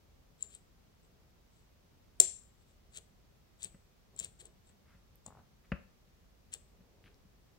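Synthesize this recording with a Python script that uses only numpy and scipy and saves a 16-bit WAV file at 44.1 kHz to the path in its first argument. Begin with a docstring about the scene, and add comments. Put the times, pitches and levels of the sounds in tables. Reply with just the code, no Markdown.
"""A steel pick scrapes along the discs of a lock and drops off their edges with bright clicks, one a hard snap.
Clicks are choked sine rings with chatter; scrapes are grainy noise through the resonances of pick and lock. The
vise that holds the lock knocks on a wooden bench (cracks over damped modes), its clamp creaks in slips, the
handle ticks, fingers rustle, and the pick's strokes stir low rumbles in the bench. A small room answers with a
noise tail, over wavering rumble and hiss. Two close microphone ports: the steel is nearer the left one, and the
right one is shaded and later."""
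import sys
import numpy as np
from scipy import signal
from scipy.fft import rfft, irfft, next_fast_len
from scipy.io import wavfile

SR = 44100
rng = np.random.default_rng(int(sys.argv[2]) if len(sys.argv) > 2 else 0)


def wav_out(sig):
    """Save sig, one row per channel (or a flat mono array), as 16-bit PCM at SR to the path in sys.argv[1]."""
    wavfile.write(sys.argv[1], SR, np.round(np.clip(np.atleast_2d(sig).T, -1, 1) * 32767).astype(np.int16))


N = 334354  # length in samples

# pick dropping off a disc: t/s, level/dB (also the force of the blow), ring f/Hz, chatter against ring level/dB
CLICK_EVENTS = [(0.4255, -21, 7340, -19), (0.5497, -37, 8140, -15), (2.2001, -2, 7383, 1),
                (2.9724, -34, 6200, 6), (2.984, -43, 7900, 9), (3.630, -30, 6940, 5),
                (3.6386, -29, 7900, -4), (3.6445, -26.5, 8000, -3.5), (4.1632, -42.5, 7740, -10),
                (4.1903, -24.5, 7430, -6), (4.198, -24, 7250, -2), (4.2450, -29, 8300, -3),
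                (4.4541, -39, 7870, -5), (5.2627, -34.5, 7060, -3), (6.5371, -27, 6700, 10)]
# strokes of the pick: greatest force t/s, build-up t/s, run-out t/s, level before the swell/dB, pressure/0-1
STROKE_EVENTS = [(0.436, 0.032, 0.02, -54.5, 0.39), (0.552, 0.058, 0.024, -57, 0.42),
                 (1.046, 0.018, .025, -73, 0.4), (1.57, .05, 0.066, -72.5, 0.6),
                 (2.612, .025, .015, -72, 0.4), (2.69, 0.028, 0.049, -72.5, 0.55),
                 (2.977, 0.034, 0.012, -46, .6), (3.64, 0.03, 0.029, -47.5, 1), (4.203, .026, .03, -50, .4),
                 (4.248, 0.038, 0.026, -50, 1), (4.405, 0.012, 0.017, -51, 0.49),
                 (4.46, 0.025, 0.015, -60.5, 0.5), (4.685, .03, .03, -66.5, 0.36),
                 (5.274, 0.018, 0.019, -56, 0.26), (6.535, .011, 0.023, -44.5, .55)]
# crowded resonances of pick and lock: f/Hz, level/dB
STEEL_CURVE = [(400, -39), (1250, -37), (1850, -22), (3000, -18), (4200, -13.5), (5000, -14.5), (6100, -7),
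               (6800, -6.5), (7350, 3.5), (8300, 4.5), (9000, -12), (10000, -36), (12500, -32),
               (14500, -26)]
# lock housing, heard when the pick bears down: f/Hz, level/dB
HOUSING_CURVE = [(300, -37), (1500, -3.5), (2900, 3.5), (3850, 5), (4600, -0.5), (5400, -13), (7000, 0),
                 (10500, -78), (12600, -9), (13900, -11), (15500, -31)]
# vise rocking on the bench, or thumped by the pick's strokes: t/s, thump peak level/dB, crack against thump
# level/dB
KNOCK_EVENTS = [(3.652, -54, -25), (3.744, -47.5, -13), (4.209, -54.5, -18), (4.695, -61, -4.5),
                (4.947, -54.5, -13), (5.279, -52, -10), (5.718, -24.5, -5.5), (6.805, -51.5, -15),
                (7.252, -55, -25)]
# thump modes of vise and bench: f/Hz, level/dB, 60 dB decay t/s
BENCH_MODES = [(62, -11, 0.11), (137.4, -3, 0.039), (180, -3, 0.051), (549, -23, 0.072)]
# dry crack of the vise foot: f/Hz, level/dB
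CRACK_CURVE = [(150, -14), (380, -7.5), (570, 0.5), (880, -14.5), (1270, -4.5), (1750, -6), (2250, -12),
               (2700, -5), (3300, -27.5), (5000, -32), (8000, -57.5)]
# vise frame, rung when its foot strikes: f/Hz, level/dB, 60 dB decay t/s
FRAME_MODES = [(1280, 12, 0.069), (1580, -14, 0.051), (1680, 3, 0.088), (1990, 21, 0.035), (2550, -3, 0.04),
               (2930, -10, 0.04)]
# creaks of the clamp under load: start t/s, length t/s, first slip level/dB, starting f/Hz
CREAK_EVENTS = [(5.262, .025, -43.5, 720), (5.305, 0.029, -47, 860), (5.3512, .06, -46, 850),
                (7.041, 0.043, -49, 2300)]
# lone ticks of the handle: t/s, peak level/dB, centre f/Hz
TICK_EVENTS = [(5.1565, -48.5, 13500), (7.144, -53, 5200)]
# soft rubs: fingers shifting, and low bench rumble stirred by the pick's strokes: middle t/s, half length at
# half height t/s, level before the swell/dB, centre f/Hz
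RUB_EVENTS = [(1.1, 0.11, -78, 450), (3.698, .06, -62.5, 73.6), (4.15, 0.018, -66.5, 396),
              (4.247, .08, -62, 87), (4.449, 0.049, -66.5, 365), (4.917, 0.049, -71, 1430),
              (5.651, .01, -70.5, 1720), (6.95, 0.24, -73, 415), (7.073, 0.014, -68, 1470)]
# vise base, stirred by each click: f/Hz, level/dB, 60 dB decay t/s
BASE_MODES = [(393, -3.5, 0.0734), (505, -3, 0.034), (653.6, -5, 0.14), (720, -2.5, 0.07)]
# hollow answer of the bench to the pick: f/Hz, level/dB
HOLLOW_CURVE = [(40, -8.5), (100, 5.5), (300, -10.5), (410, 7.5), (520, -3), (740, -2), (950, -16),
                (1800, -21.5), (4000, -28.5)]
# right port, facing away from the lock: f/Hz, level/dB
SHADE_CURVE = [(200, -3), (2000, -1.5), (5600, -2.5), (7150, -19.5), (8400, -6.5), (9200, 17), (14000, -4)]
# room background, relative spectrum: f/Hz, level/dB per Hz
AIR_CURVE = [(13, -38.5), (22, -6.5), (53, -2), (124, -10.5), (203, -12.5), (246, -16.5), (282, -20),
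             (414, -20), (698, -25), (918, -28), (1180, -28.5), (1550, -31.5), (5930, -36), (9460, -44.5),
             (15500, -40)]
# background, side against mid: f/Hz, level/dB
AIR_SIDE_CURVE = [(50, -7), (180, -4.5), (500, 0), (1500, 0), (8000, 0.5)]

# chatter time of a 0 dB blow; it halves for a blow this much softer
CONTACT_MS, CONTACT_HALVING_DB = 5.02, 52.5
ROOM_DB_PER_BLOW_DB = 0.28  # extra room share for each dB of blow
STROKE_SHAPE = 2.04  # 1 = pointed swell, 2 = rounded
SLIP_GAP_S, SLIP_JITTER, SLIP_SCATTER_DB = 0.02, 0.056, 0.5  # typical gap, its unevenness, spread of strength
CREAK_RISE_OCT_PER_S, CREAK_FADE_DB_PER_S = 1.8, 55  # as it tightens the slips get higher and weaker
GROAN_HZ, GROAN_DB = 114, -12  # bench groan under a creak; level before its swell, against the first slip
ROOM_T60_S, ROOM_TOP_T60_S = 0.37, 0.16  # decay by 60 dB, below and above 10 kHz
CLICK_RIGHT_DB, PORT_LAG_MS = -2.5, 0.2  # clicks at the right port before shading; lag of the steel there
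AIR_DB = -65.5  # rms of the background's mid, before the waver
TOP_HZ = 15800  # upper limit of the microphone


def clicks(rise_ms=0.24, edge_db=-16, hardening=0.37, room_db=-11.5):
    """The tip chatters and rings until the grip chokes it; returns direct sound and room share."""
    direct, radiated = np.zeros(N), np.zeros(N)
    t = clock(0.03)
    ms = t * 1000
    for s, db, hz, chatter_db in CLICK_EVENTS:
        contact_ms = CONTACT_MS * 2 ** (db / CONTACT_HALVING_DB)
        held = np.exp(-(ms / contact_ms) ** 3)
        envelope = (1 - np.exp(-ms / rise_ms)) * held
        force = burst(envelope)
        # a harder blow has a sharper edge, so it carries more treble
        edge = undb(edge_db + hardening * db) * matched(np.diff(force, prepend=0), envelope)
        chatter = matched(shaped(force, STEEL_CURVE), envelope) + edge
        ring = envelope * np.sin(2 * np.pi * hz * t)
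        click = undb(db) * matched(ring + undb(chatter_db) * chatter, envelope)
        add(direct, s, click)
        # a harder blow also shakes the whole lock, which feeds the room more
        add(radiated, s, undb(room_db + ROOM_DB_PER_BLOW_DB * db) * click)
    return direct, radiated


def scrapes(grain_db=4, housing_db=-3):
    """Tiny uneven slips ring the steel in swelling strokes; more pressure brings in the housing."""
    t = np.arange(N) / SR
    slips = rng.standard_normal((3, N)) * undb(grain_db * walk(900))
    steel = unit(shaped(slips[0], STEEL_CURVE))
    housing = unit(shaped(slips[1], HOUSING_CURVE))
    light = unit(band(slips[2], 7700, 920))  # a narrow whisper at light pressure
    out = np.zeros(N)
    for s, build_s, run_out_s, db, pressure in STROKE_EVENTS:
        away = np.maximum((s - t) / build_s, (t - s) / run_out_s)
        on = away < 4
        pressure = np.clip(pressure, 0, 1)
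        pressed = steel[on] + undb(housing_db) * housing[on]
        sound = (1 - pressure) * light[on] + pressure * pressed
        swell = np.exp(-away[on] ** STROKE_SHAPE)
        out[on] += undb(db) * swell * unit(sound)
    return out


def knocks(push_s=0.0027, frame_db=-8, grit_db=-1):
    """The vise rocks or is thumped by a stroke: its foot cracks on the wood, its frame rings and the bench
    thumps."""
    out, t = np.zeros(N), clock(0.3)
    thump = sum(undb(db - 60 * t / t60) * np.sin(2 * np.pi * hz * t) for hz, db, t60 in BENCH_MODES)
    thump = thump * (1 - np.exp(-t / push_s)) ** 2  # soft onset
    thump = thump / np.abs(thump).max()
    # the foot grinds for a few ms as it settles
    envelope = (1 - np.exp(-t / 0.0004)) * np.exp(-(t / 0.008) ** 2)
    frame = undb(frame_db) * ringing(FRAME_MODES, t)
    for s, db, crack_db in KNOCK_EVENTS:
        grit = matched(shaped(burst(envelope), CRACK_CURVE), envelope)
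        crack = frame + undb(grit_db) * grit
        add(out, s, undb(db) * (thump + undb(crack_db) * crack))
    return out


def creaks(rub_db=-21):
    """The clamp sticks and slips at a nearly even rate, rubs in between, and the bench groans along."""
    out = np.zeros(N)
    for start, length, db, hz in CREAK_EVENTS:
        age = 0
        for gap, size in rng.standard_normal((32, 2)):
            if age < length:
                strength = undb(db - CREAK_FADE_DB_PER_S * age + SLIP_SCATTER_DB * size)
                pitch = hz * 2 ** (CREAK_RISE_OCT_PER_S * age)
                add(out, start + age, strength * slip(pitch))
            age += SLIP_GAP_S * np.exp(SLIP_JITTER * gap)
        rub = undb(rub_db) * rustle(2 * length, hz)
        groan = undb(GROAN_DB) * rustle(2 * length, GROAN_HZ)
        add(out, start - length / 2, undb(db) * (rub + groan))
    return out


def ticks_and_rubs():
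    """The handle ticks now and then; fingers shifting give a soft rustle, and the pick's strokes stir low
    rumbles in the bench."""
    out = np.zeros(N)
    for s, db, hz in TICK_EVENTS:
        add(out, s, undb(db) * slip(hz))
    for s, half_s, db, hz in RUB_EVENTS:
        add(out, s - 2 * half_s, undb(db) * rustle(4 * half_s, hz))
    return out


def base(gain_db=-37.5, lag_s=0.007):
    """Every click travels down the vise and rings the damped modes of its base."""
    out, ring = np.zeros(N), ringing(BASE_MODES, clock(0.15))
    for s, db, *_ in CLICK_EVENTS:
        add(out, s + lag_s, undb(db + gain_db) * ring)
    return out


def hollow(steel, gain_db, lag_s=0.0065, smear_s=0.01):
    """Each push of the pick travels down the vise and stirs the bench a moment later."""
    keep = np.exp(-1 / (smear_s * SR))
    power = steel ** 2 + 1e-18
    push = np.sqrt(signal.lfilter([1 - keep], [1, -keep], power))  # smoothed level
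    wood = unit(shaped(rng.standard_normal(N), HOLLOW_CURVE))
    out = np.zeros(N)
    add(out, lag_s, undb(gain_db) * push * wood)
    return out


def room(x, gap_s=0.00684, desk_s=0.013, desk_db=-11):
    """After a short gap comes a dense tail with one desk reflection in it; its top dies sooner."""
    t = clock(0.6)
    noise = rng.standard_normal(len(t))
    low = signal.sosfiltfilt(signal.butter(4, 10000, fs=SR, output="sos"), noise)
    top = noise - low
    tail = low * undb(-60 * t / ROOM_T60_S) + top * undb(-60 * t / ROOM_TOP_T60_S)
    tail = tail * (t > gap_s)
    tail /= np.sqrt(np.sum(tail ** 2))
    tail[int(desk_s * SR)] += undb(desk_db)
    return signal.fftconvolve(x, tail)[:N]


def background(waver_db=0.67):
    """Low rumble wavers under a smooth hiss; a weaker side signal makes the bass more alike at both ports."""
    mid, side = (unit(colour(rng.standard_normal(N), AIR_CURVE)) for _ in range(2))
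    air = mid + colour(side, AIR_SIDE_CURVE) * np.array([[1], [-1]])
    rumble = signal.sosfiltfilt(signal.butter(2, 600, fs=SR, output="sos"), air)
    waver = undb(waver_db * walk(6.1))
    return undb(AIR_DB) * (air + rumble * (waver - 1))


def slip(hz, breadth=2.2, skin_ratio=1.63):
    """One slip: a band-passed impulse, dulled by the soft skin of the hand, with a peak of one."""
    skin = signal.butter(6, min(hz * skin_ratio, TOP_HZ), fs=SR, output="sos")
    snap = band(signal.unit_impulse(512), hz, min(hz * breadth, 3000))
    tick = signal.sosfilt(skin, snap)
    return tick / np.abs(tick).max()


def rustle(seconds, hz, breadth=1.35):
    """Rubbing: band-passed noise of unit rms under a soft swell."""
    swell = np.hanning(int(seconds * SR))
    return swell * unit(band(rng.standard_normal(len(swell)), hz, hz * breadth))


def burst(envelope):
    """A flurry of micro-impacts that excites all frequencies about evenly."""
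    spectrum = rfft(envelope * rng.standard_normal(len(envelope)), 2 * len(envelope))
    flat = irfft(spectrum / np.abs(spectrum))[:len(envelope)]
    return flat * (envelope / envelope.max()) ** (1 / 8)


def ringing(modes, t):
    """Damped modes after a blow, alternating in sign, with a peak of one."""
    ring = np.zeros(len(t))
    for k, (hz, db, t60) in enumerate(modes):
        ring += (-1) ** k * undb(db - 60 * t / t60) * np.sin(2 * np.pi * hz * t)
    return ring / np.abs(ring).max()


def shaped(x, points):
    """Pass a force through a body with this (Hz, dB) curve; it rings only after it is pushed."""
    size = 2048
    f = np.arange(size // 2 + 1) * SR / size
    hz, db = np.transpose(points)
    gain = undb(np.interp(np.log(f + 1), np.log(hz), db))
    # folding the cepstrum gives the minimum-phase response
    cepstrum = irfft(np.log(gain))[:size // 2]
    cepstrum[1:] *= 2
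    response = irfft(np.exp(rfft(cepstrum, size)))
    return signal.fftconvolve(x, response)[:len(x)]


def colour(x, points, lag_ms=0):
    """Shape a sound by a (Hz, dB) curve and delay it."""
    size = next_fast_len(N + SR)
    f = np.arange(size // 2 + 1) * SR / size
    hz, db = np.transpose(points)
    gain = undb(np.interp(np.log(f + 1), np.log(hz), db))
    delay = np.exp(-2j * np.pi * f * lag_ms / 1000)
    return irfft(rfft(x, size) * gain * delay, size)[:N]


def band(x, hz, width_hz):
    """A resonance applied twice for steep skirts; the width lies about 9.5 dB down."""
    hz = min(hz, SR * 0.45)
    b, a = signal.iirpeak(hz, hz / width_hz / np.sqrt(1 / 2), fs=SR)
    return signal.lfilter(b, a, signal.lfilter(b, a, x))


def walk(rate):
    """Random points at this rate per second, joined by straight lines; spread near one."""
    points = rng.standard_normal(int(N / SR * rate) + 2)
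    return np.interp(np.arange(N) / SR * rate, np.arange(len(points)), points)


def matched(x, envelope):
    """Give a burst the energy of a tone with this envelope."""
    return unit(x) * np.sqrt(np.mean(envelope ** 2) / 2)


def undb(db):
    """Decibels to gain."""
    return 10 ** (np.asarray(db) / 20)


def unit(x):
    """Scale to an rms of one."""
    return x / np.sqrt(np.mean(x ** 2))


def clock(seconds):
    """Sample times of a short sound."""
    return np.arange(int(seconds * SR)) / SR


def add(track, s, sound):
    """Mix a sound into a track at a time in seconds."""
    start = int(s * SR)
    track[start:start + len(sound)] += sound[:len(track) - start]


def scene(scrape_room_db=-19, wood_room_db=-10, scrape_right_db=-3, room_low_hz=250):
    """Steel sits to the left and reaches the right port later; wood is in the middle, room all around."""
    click, radiated = clicks()
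    scrape = scrapes()
    wood = knocks() + creaks() + ticks_and_rubs() + base()
    wood = wood + hollow(click, gain_db=-32) + hollow(scrape, gain_db=-17.5)
    send = radiated + undb(scrape_room_db) * scrape + undb(wood_room_db) * wood
    # so small a source sends little bass into the room
    send = signal.sosfilt(signal.butter(1, room_low_hz, "high", fs=SR, output="sos"), send)
    # each port gets its own random tail
    left = click + scrape + wood + room(send)
    far_steel = undb(CLICK_RIGHT_DB) * click + undb(scrape_right_db) * scrape
    right = colour(far_steel, SHADE_CURVE, lag_ms=PORT_LAG_MS) + colour(wood + room(send), SHADE_CURVE)
    return np.array([left, right]) + background()


def record(dry):
    """The microphone sheds the deepest rumble, clips at full scale and cuts off the top."""
    sound = signal.sosfilt(signal.butter(3, 30, "high", fs=SR, output="sos"), dry)
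    clipped = np.clip(sound, -1, 1)
    return signal.sosfilt(signal.ellip(12, 0.2, 95, TOP_HZ, fs=SR, output="sos"), clipped)


dry = scene()
out = record(dry)
wav_out(out)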